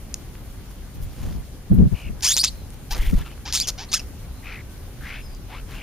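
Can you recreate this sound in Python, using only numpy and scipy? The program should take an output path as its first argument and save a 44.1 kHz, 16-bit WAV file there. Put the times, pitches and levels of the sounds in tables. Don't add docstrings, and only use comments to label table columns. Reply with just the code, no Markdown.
import sys
import numpy as np
from scipy import signal
from scipy.fft import rfft, irfft, next_fast_len
from scipy.io import wavfile
from scipy.ndimage import uniform_filter1d

SR = 44100
rng = np.random.default_rng(int(sys.argv[2]) if len(sys.argv) > 2 else 0)


def magnitude_from_level(level_db):
    exponent = np.asarray(level_db, float) / 20
    return 10 ** exponent


def materialize(psi):
    bounded = np.clip(np.atleast_2d(psi).T, -1, 1)
    quanta = np.round(bounded * 32767).astype(np.int16)
    wavfile.write(sys.argv[1], SR, quanta)


N = 256662


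def rms_one(x):
    return x / np.sqrt(np.mean(x ** 2) + 1e-20)


def at_hz(points, hz):
    points_hz, value = np.transpose(points)
    return np.interp(np.log(np.maximum(hz, 1)), np.log(points_hz), value)


def butter(x, hz, kind, order=2):
    return signal.sosfilt(signal.butter(order, hz, kind, fs=SR, output="sos"), x)


def drift(hz, size=N):
    settle = 20000
    return rms_one(butter(rng.standard_normal(size + settle), hz, "low")[settle:])


def pan(x, db):
    return np.array([x * magnitude_from_level(db / 2), x * magnitude_from_level(-db / 2)])


def add(out, part, s):
    i = int(s * SR)
    out[:, i:i + part.shape[1]] += part[:, :N - i]


# pitch_hz, density_db (dB per Hz)
GROUND_SPECTRUM = [(12, -30), (20, -3.5), (44, 2.5), (158, -10.5), (221, -15.5), (317, -16), (345, -20),
                   (916, -29.5), (1740, -33), (5320, -36.5), (14100, -36.5), (15800, -40)]
# pitch_hz, likeness (-1 to 1)
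PORT_LIKENESS = [(60, 0.87), (180, 0.88), (550, 0.64), (1650, 0.57), (4970, -0.17), (15000, -0.32)]


def ground(level_db=-36, patchy_db=1.2):
    out, together = 0, drift(0.57)
    edges = 18 * 2 ** np.arange(0, 10.1, .5)
    settle = 8000
    white = rng.standard_normal((2, 2, N + settle))
    for k, (low, high) in enumerate(zip(edges, edges[1:])):
        mid, side = butter(white[k % 2], [low, high], "band")[:, settle:]
        hz = np.sqrt(low * high)
        alike = np.clip(at_hz(PORT_LIKENESS, hz), -1, 1)
        gain = magnitude_from_level(at_hz(GROUND_SPECTRUM, hz) + patchy_db * (.3 * together + drift(9)))
        stereo = np.sqrt(1 + alike) * mid + np.sqrt(1 - alike) * side * [[1], [-1]]
        out = out + gain * stereo
    return magnitude_from_level(level_db) * pan(0.98, 0.85)[:, None] * rms_one(out)


# start_s, level_db, length_s, brightness_db (dB per octave)
SWISHES = [(0.716, -46.5, 0.016, 0.5), (0.956, -45, 0.017, 4.5), (1.032, -43.5, 0.03, 5),
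           (1.25, -46, 0.16, -3.5), (1.746, -41.5, 0.02, 9), (1.995, -48.5, 0.097, -3.5),
           (2.365, -31.5, 0.01, -1.5), (2.74, -45.5, 0.01, 1), (2.922, -30.5, 0.018, -0.2),
           (3.183, -44.5, 0.043, -2), (2.964, -33.5, 0.028, -4.5), (3.055, -42.5, 0.14, 0),
           (1.221, -53.5, 0.25, -3), (3.691, -33, 0.021, -2.5), (4.007, -46, 0.027, -3),
           (5.066, -51.5, 0.08, -1), (5.736, -46, 0.084, -3.5)]
# start_s, beat_s, level_db, change_db (per beat), brightness_db (dB per octave)
FLUTTERS = [
    (1.133, .06, -43, .3, -13),
    (2.985, .039, -37, -1.34, -2.5),
]


def feathers():
    out, n = np.zeros((2, N)), 32768
    beats = [(s + beat_s * k, level_db + change_db * k, .016, tilt_db)
             for s, beat_s, level_db, change_db, tilt_db in FLUTTERS for k in range(5)]
    for s, level_db, length_s, tilt_db in SWISHES + beats:
        t = np.arange(n) / SR - 2 * length_s
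        noise = rng.standard_normal((3, n)) * magnitude_from_level(3.7 * drift(170, size=n))
        hz = np.arange(n // 2 + 1) * SR / n + 1
        colour = magnitude_from_level(tilt_db * np.log2(hz / 4000)) / (1 + (250 / hz) ** 3)
        both_ports = 2.7 * noise[0] + noise[1:]
        burst = rms_one(irfft(rfft(both_ports) * colour, n))
        swell = np.exp(-(t / (.7 * length_s)) ** 2)
        add(out, burst * magnitude_from_level(level_db) * swell, s - 2 * length_s)
    return out


# centre_s, half_width_s, low_buffet_db, upper_buffet_db (above the low), pan_db (L-R)
GUSTS = [(1.0, 0.13, -30.5, -29, -1), (1.27, 0.14, -26, -10.5, 1), (1.721, .035, -12.5, .6, 2),
         (1.8, .07, -13, 1.2, 2.5), (1.927, 0.022, -19.5, -6, 9), (2.084, 0.067, -23.5, -33, 4.5),
         (2.6, 0.28, -44, -18, -3), (2.96, 0.035, -32.5, -7, 1), (3.06, 0.073, -25.5, -21, 0),
         (3.136, 0.023, -23.5, 3, 4), (3.19, 0.046, -23.5, -32, -4)]


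def gusts():
    out, t = np.zeros((2, N)), np.arange(N) / SR
    lumps = magnitude_from_level(3 * np.array([drift(30), drift(22)]))
    noise = rng.standard_normal((2, 2, N)) * lumps
    low = rms_one(butter(noise[0], [22, 95], "band"))
    upper = rms_one(butter(butter(noise[1], [110, 200], "band"), 434, "low", order=3))
    for s, half_width_s, low_db, upper_db, pan_db in GUSTS:
        side_s = half_width_s * np.where(t < s, .5, 1)
        gust = np.exp(-np.abs((t - s) / side_s) ** 3)
        out += pan(magnitude_from_level(low_db) * gust, pan_db) * (low + magnitude_from_level(upper_db) * upper)
    return out


def wing_pushes():
    out, t = np.zeros((2, N)), np.arange(N) / SR
    take_off_s, stroke_s, width_s = 2.921, .079, .006
    lone = (1.028, -24)
    strokes = [(take_off_s + stroke_s * k, -11 + k if k else -18) for k in range(4)]
    for s, peak_db in strokes + [lone]:
        dip = -np.exp(-((t - s) / width_s) ** 2)
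        rebound = .7 * np.exp(-((t - s - 2.1 * width_s) / (1.3 * width_s)) ** 2)
        out += pan(magnitude_from_level(peak_db) * (dip + rebound), 1.5)
    return out


# pitch_hz, density_db (dB per Hz)
THROAT_SPECTRUM = [(290, -61), (500, -20), (876, -13), (1330, -19.5), (3150, -9.5), (4130, -9.5), (5430, 0),
                   (7030, -5.5), (7890, -12), (14000, -35), (15500, -27)]


def voice(warble_hz, crest_s, slope_db, cut_hz, t, hz, level_db, rough, depth):
    size = len(t)
    rough = np.clip(rough, 0, 1)
    warble = np.cos(2 * np.pi * warble_hz * (t - crest_s) + .5 * drift(40.7, size=size))
    hz = hz * (1 + np.clip(depth, 0, .18) * warble + 0.0702 * rough * drift(400, size=size))
    phase = 2 * np.pi * np.cumsum(hz) / SR
    tone, power = 0, 0
    for k in range(1, 18):
        gain_db = slope_db * np.log2(k) * 2 + 0.7 * at_hz(THROAT_SPECTRUM, k * hz)
        gain = magnitude_from_level(gain_db) * (k * hz < 16000)
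        tone = tone + gain * np.sin(k * phase + 0.242 * k * k)
        power = power + gain ** 2 / 2
    tone = tone / np.sqrt(power)
    rasp = tone * drift(450, size=size)
    white = rfft(rng.standard_normal(size))
    grid_hz = np.arange(len(white)) * SR / size
    colour = magnitude_from_level(at_hz(THROAT_SPECTRUM, grid_hz)) / (1 + (grid_hz / cut_hz) ** 6)
    breath = rms_one(irfft(white * colour, size))
    throb_db = rough * (30 * np.clip(depth, 0, .14) * warble + 1.5 * drift(200, size=size))
    edge = np.clip(np.minimum(t - t[0], (t[-1] - t) / 3) / .003, 0, 1)
    cords = np.sqrt(1 - rough ** 2) * tone + 0.9 * rough * rasp
    mix = butter(cords, min(cut_hz, 20000), "low", order=4) + .5 * rough ** 2 * breath
    return mix * magnitude_from_level(throb_db) * edge * magnitude_from_level(level_db)


def note(s, length_s, first_hz, last_hz, db, cut_hz, warble_hz, depth, rough, slope_db, arch,
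         rise, swell_db, hold, fade_db, roughens=0):
    t = s + np.arange(int(length_s * SR)) / SR
    share = (t - s) / length_s
    hz = first_hz * (last_hz / first_hz) ** share * (1 + arch * np.sin(np.pi * share))
    corners = np.clip([0, rise, max(rise, hold), 1], 0, 1)
    level_db = db + np.interp(share, corners, [-swell_db, 0, 0, -fade_db])
    return voice(warble_hz, s, slope_db, cut_hz, t, hz, level_db, rough + roughens * share, depth)


def sing(rows, pan_db, cut_hz, **kind):
    out = np.zeros((2, N))
    for row in rows:
        add(out, pan(note(*row, cut_hz, **kind), pan_db), row[0])
    return out


# start_s, length_s, first_hz, last_hz, level_db
WHISTLES = [
    (2.5, .16, 4200, 4000, -61),
    (4.3, .12, 4080, 4100, -62),
    (4.665, .105, 1560, 1510, -59),
    (5.262, .12, 4960, 4750, -57),
]
# start_s, length_s, first_hz, last_hz, level_db
TRILLS = [
    (1.943, .154, 2520, 2385, -45),
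]
# start_s, length_s, first_hz, last_hz, level_db
PIPINGS = [
    (5.213, .068, 5230, 4990, -50),
]


def whistles():
    out = sing(WHISTLES, 3, 8000, warble_hz=60, depth=.01, rough=.3, slope_db=-27, arch=.003,
               rise=.5, swell_db=7, hold=.8, fade_db=3)
    out += sing(TRILLS, 3, 8000, warble_hz=63, depth=.14, rough=.33, slope_db=-25, arch=.07,
                rise=.9, swell_db=3, hold=.95, fade_db=.1)
    out += sing(PIPINGS, 3, 8000, warble_hz=60, depth=.002, rough=.08, slope_db=-30, arch=.002,
                rise=.7, swell_db=11, hold=.9, fade_db=3)
    return out


# start_s, length_s, first_hz, last_hz, level_db
CHURRS = [
    (2.95, 0.17, 1650, 2246, -41),
    (2.97, .15, 2900, 2870, -44),
    (3.29, .06, 2500, 2580, -51),
    (4.425, 0.2, 2230, 1940, -41),
    (5.008, .215, 1572, 2593, -39.5),
    (5.515, 0.11, 1900, 2355, -50.5),
    (5.72, 0.18, 2326, 2546, -44),
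]
# start_s, length_s, first_hz, last_hz, level_db
UNDERTONES = [
    (3.168, 0.076, 694, 2360, -42),
    (3.242, 0.054, 1282, 1206, -42.5),
    (4.445, .14, 1198, 1386, -41.5),
    (5.04, .17, 1250, 1700, -41),
    (5.483, .125, 620, 1470, -41),
    (5.69, 0.048, 1016, 2410, -44),
    (5.7, .14, 1290, 1585, -48),
]


def churrs():
    out = sing(CHURRS, 3, 3600, warble_hz=60, depth=.12, rough=.72, roughens=-.15, slope_db=-13, arch=.07,
               rise=.25, swell_db=9, hold=.7, fade_db=9)
    out += sing(UNDERTONES, 3, 3600, warble_hz=60, depth=.08, rough=.68, slope_db=-3, arch=.06,
                rise=.3, swell_db=8, hold=.7, fade_db=9)
    return out


def rattle():
    snaps = []
    for k in range(-4, 5):
        uneven_s = .0013 * rng.uniform(-1, 1) * (k != 0)
        snaps.append((3.6864 + .0036 * k + uneven_s, -6 - 2.5 * abs(k) - 2 * (k % 2), 5860 - 130 * k))
    return snaps


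# start_s, peak_db, centre_hz
CLICKS = [(0.1419, -9.5, 6400), (0.353, -32.5, 2000), (1.249, -45, 1500), (1.788, -34.5, 3040),
          (2.208, -26, 4630), (2.3663, -1, 6100), (2.374, -5.5, 5460), (2.4392, -7, 5070),
          (2.4412, -6, 5600), (3.315, -31, 1300), (3.378, -33.5, 1100), (2.704, -32.5, 8400),
          (2.918, -25, 5060), (3.5252, -8, 4770), (3.6005, -3, 5700), (3.9297, -8, 4460),
          (3.934, -12, 4930), (3.995, -25, 5500), (4.7775, -39, 5100), (5.348, -35, 6100),
          (5.5025, -37, 3500)]


def beak_snaps():
    out, t = np.zeros((2, N)), np.arange(300) / SR
    for s, peak_db, hz in CLICKS + rattle():
        turn = rng.random()
        snap = np.sin(2 * np.pi * (hz * t + turn)) * np.exp(-((t - .0005) / 0.00019) ** 2)
        splinter = 0.17 * rng.standard_normal(300) * np.exp(-((t - .0006) / 0.0023) ** 2)
        click = snap + butter(splinter, [2000, 12000], "band")
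        add(out, pan(magnitude_from_level(peak_db + 1.5) * click, 1.4), s)
    return out


# start_s, length_s, first_hz, last_hz, level_db
CROAKS = [
    (2.905, 0.055, 786, 1723, -28),
    (3.452, 0.076, 799, 2410, -32.5),
    (3.777, .081, 723, 1406, -34),
]
# start_s, length_s, first_hz, last_hz, level_db
SQUEAKS = [
    (2.46, .035, 2240, 3140, -36),
    (3.622, 0.049, 3700, 2630, -34),
    (3.885, 0.041, 4250, 4200, -45),
    (3.955, 0.029, 1880, 2060, -39),
    (3.988, 0.0243, 2870, 2300, -35),
]
# start_s, length_s, first_hz, last_hz, level_db
SQUAWKS = [
    (2.222, 0.09, 748, 2330, -19.5),
    (2.3, .035, 1417, 2750, -19),
    (2.431, .032, 768, 2317, -16),
    (3.525, 0.067, 806, 2615, -20.5),
    (3.602, 0.041, 2260, 2830, -28),
]


def squawks():
    out = sing(CROAKS, .6, 6000, warble_hz=80, depth=.05, rough=.35, roughens=.5, slope_db=-1.3, arch=-.14,
               rise=.15, swell_db=5, hold=.45, fade_db=9)
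    out += sing(SQUEAKS, .6, 9000, warble_hz=80, depth=.04, rough=.5, slope_db=-2.2, arch=.02,
                rise=.1, swell_db=2.5, hold=.3, fade_db=5)
    out += sing(SQUAWKS, .6, 20000, warble_hz=80, depth=.03, rough=.45, roughens=.4, slope_db=1.2, arch=-.05,
                rise=.25, swell_db=9, hold=.5, fade_db=8)
    return out


# time_s, pitch_hz, level_db
SCREECHES = [
    ((82, 2.6, 0.065, 1.6), [(2.228, 2096, -29), (2.25, 2300, -21), (2.275, 2900, -19.5), (2.337, 3740, -19.5), (2.343, 5080, -19), (2.35, 4030, -27), (2.357, 4100, -25), (2.363, 5560, -16)]),
    ((107, 2.401, 0.096, 0.71), [(2.369, 2610, -19), (2.388, 3960, -17), (2.402, 4620, -21), (2.423, 4870, -17.5), (2.428, 6850, -20)]),
    ((93, 2.475, .17, -1.5), [(2.44, 4800, -40), (2.452, 4900, -22), (2.464, 3810, -25.5), (2.476, 4310, -25.5), (2.498, 4150, -31.5)]),
    ((91, 3.566, .11, -0.7), [(3.55, 3200, -20), (3.57, 4700, -28), (3.596, 3500, -26), (3.604, 4120, -27), (3.613, 4720, -19), (3.622, 4860, -20), (3.629, 6260, -24)]),
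    ((51, 3.956, .12, 0.2), [(3.915, 685, -30.5), (3.932, 920, -29), (3.938, 1076, -15.5), (3.952, 1690, -20), (3.968, 1750, -28.5), (3.988, 1230, -33)]),
]


def screech(warble_hz, crest_s, depth, slope_db, rows):
    s, hz, db = np.transpose(rows)
    t = np.arange(int(s[0] * SR), int(s[-1] * SR)) / SR
    share = (t - s[0]) / (s[-1] - s[0])
    hz = uniform_filter1d(np.interp(t, s, hz), size=88)
    db = uniform_filter1d(np.interp(t, s, db), size=88)
    rough = np.interp(share, [.2, .36, 1], [.9, .52, .2])
    return voice(warble_hz, crest_s, slope_db, 20000, t, hz, db, rough, depth * np.sin(np.pi * share))


def screeches():
    out = np.zeros((2, N))
    for header, rows in SCREECHES:
        add(out, pan(screech(*header, rows), .6), rows[0][0])
    return out


def birds():
    near = beak_snaps() + squawks() + screeches()
    near[0] = np.roll(near[0], 1)
    out = whistles() + churrs() + near
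    dull = butter(out.mean(0), 13500, "low")
    add(out, pan(magnitude_from_level(-24.5) * dull, 1.5), .0023)
    t60_s = .25
    tail = rng.standard_normal((2, 8192)) * magnitude_from_level(-60 * np.arange(8192) / SR / t60_s)
    tail = tail / np.sqrt((tail ** 2).sum(axis=1, keepdims=True))
    add(out, magnitude_from_level(-20) * signal.fftconvolve(dull[None], tail, axes=1), .008)
    return out


def scene():
    return ground() + feathers() + gusts() + wing_pushes() + birds()


def roll_off(x):
    return signal.sosfilt(signal.butter(12, 16510, fs=SR, output="sos"), x)


def record(dry):
    gap_hz, gap_width_hz, top_hz = 7740, 310, 15900
    x = .92 * np.tanh(dry / .92)
    upper = butter(x, gap_hz, "high", order=10)
    wander = 1.8 * drift(300) + .55 * np.array([drift(200), drift(200)])
    analytic = signal.hilbert(upper, next_fast_len(N))[:, :N]
    x = butter(x, gap_hz, "low", order=10) + np.real(analytic * np.exp(1j * wander))
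    b, a = signal.iirnotch(gap_hz, gap_hz / gap_width_hz, fs=SR)
    x = signal.lfilter(b, a, signal.lfilter(b, a, x))
    x = signal.sosfilt(signal.cheby2(16, 50, top_hz, fs=SR, output="sos"), x)
    return roll_off(x)


dry = scene()
out = record(dry)
materialize(out)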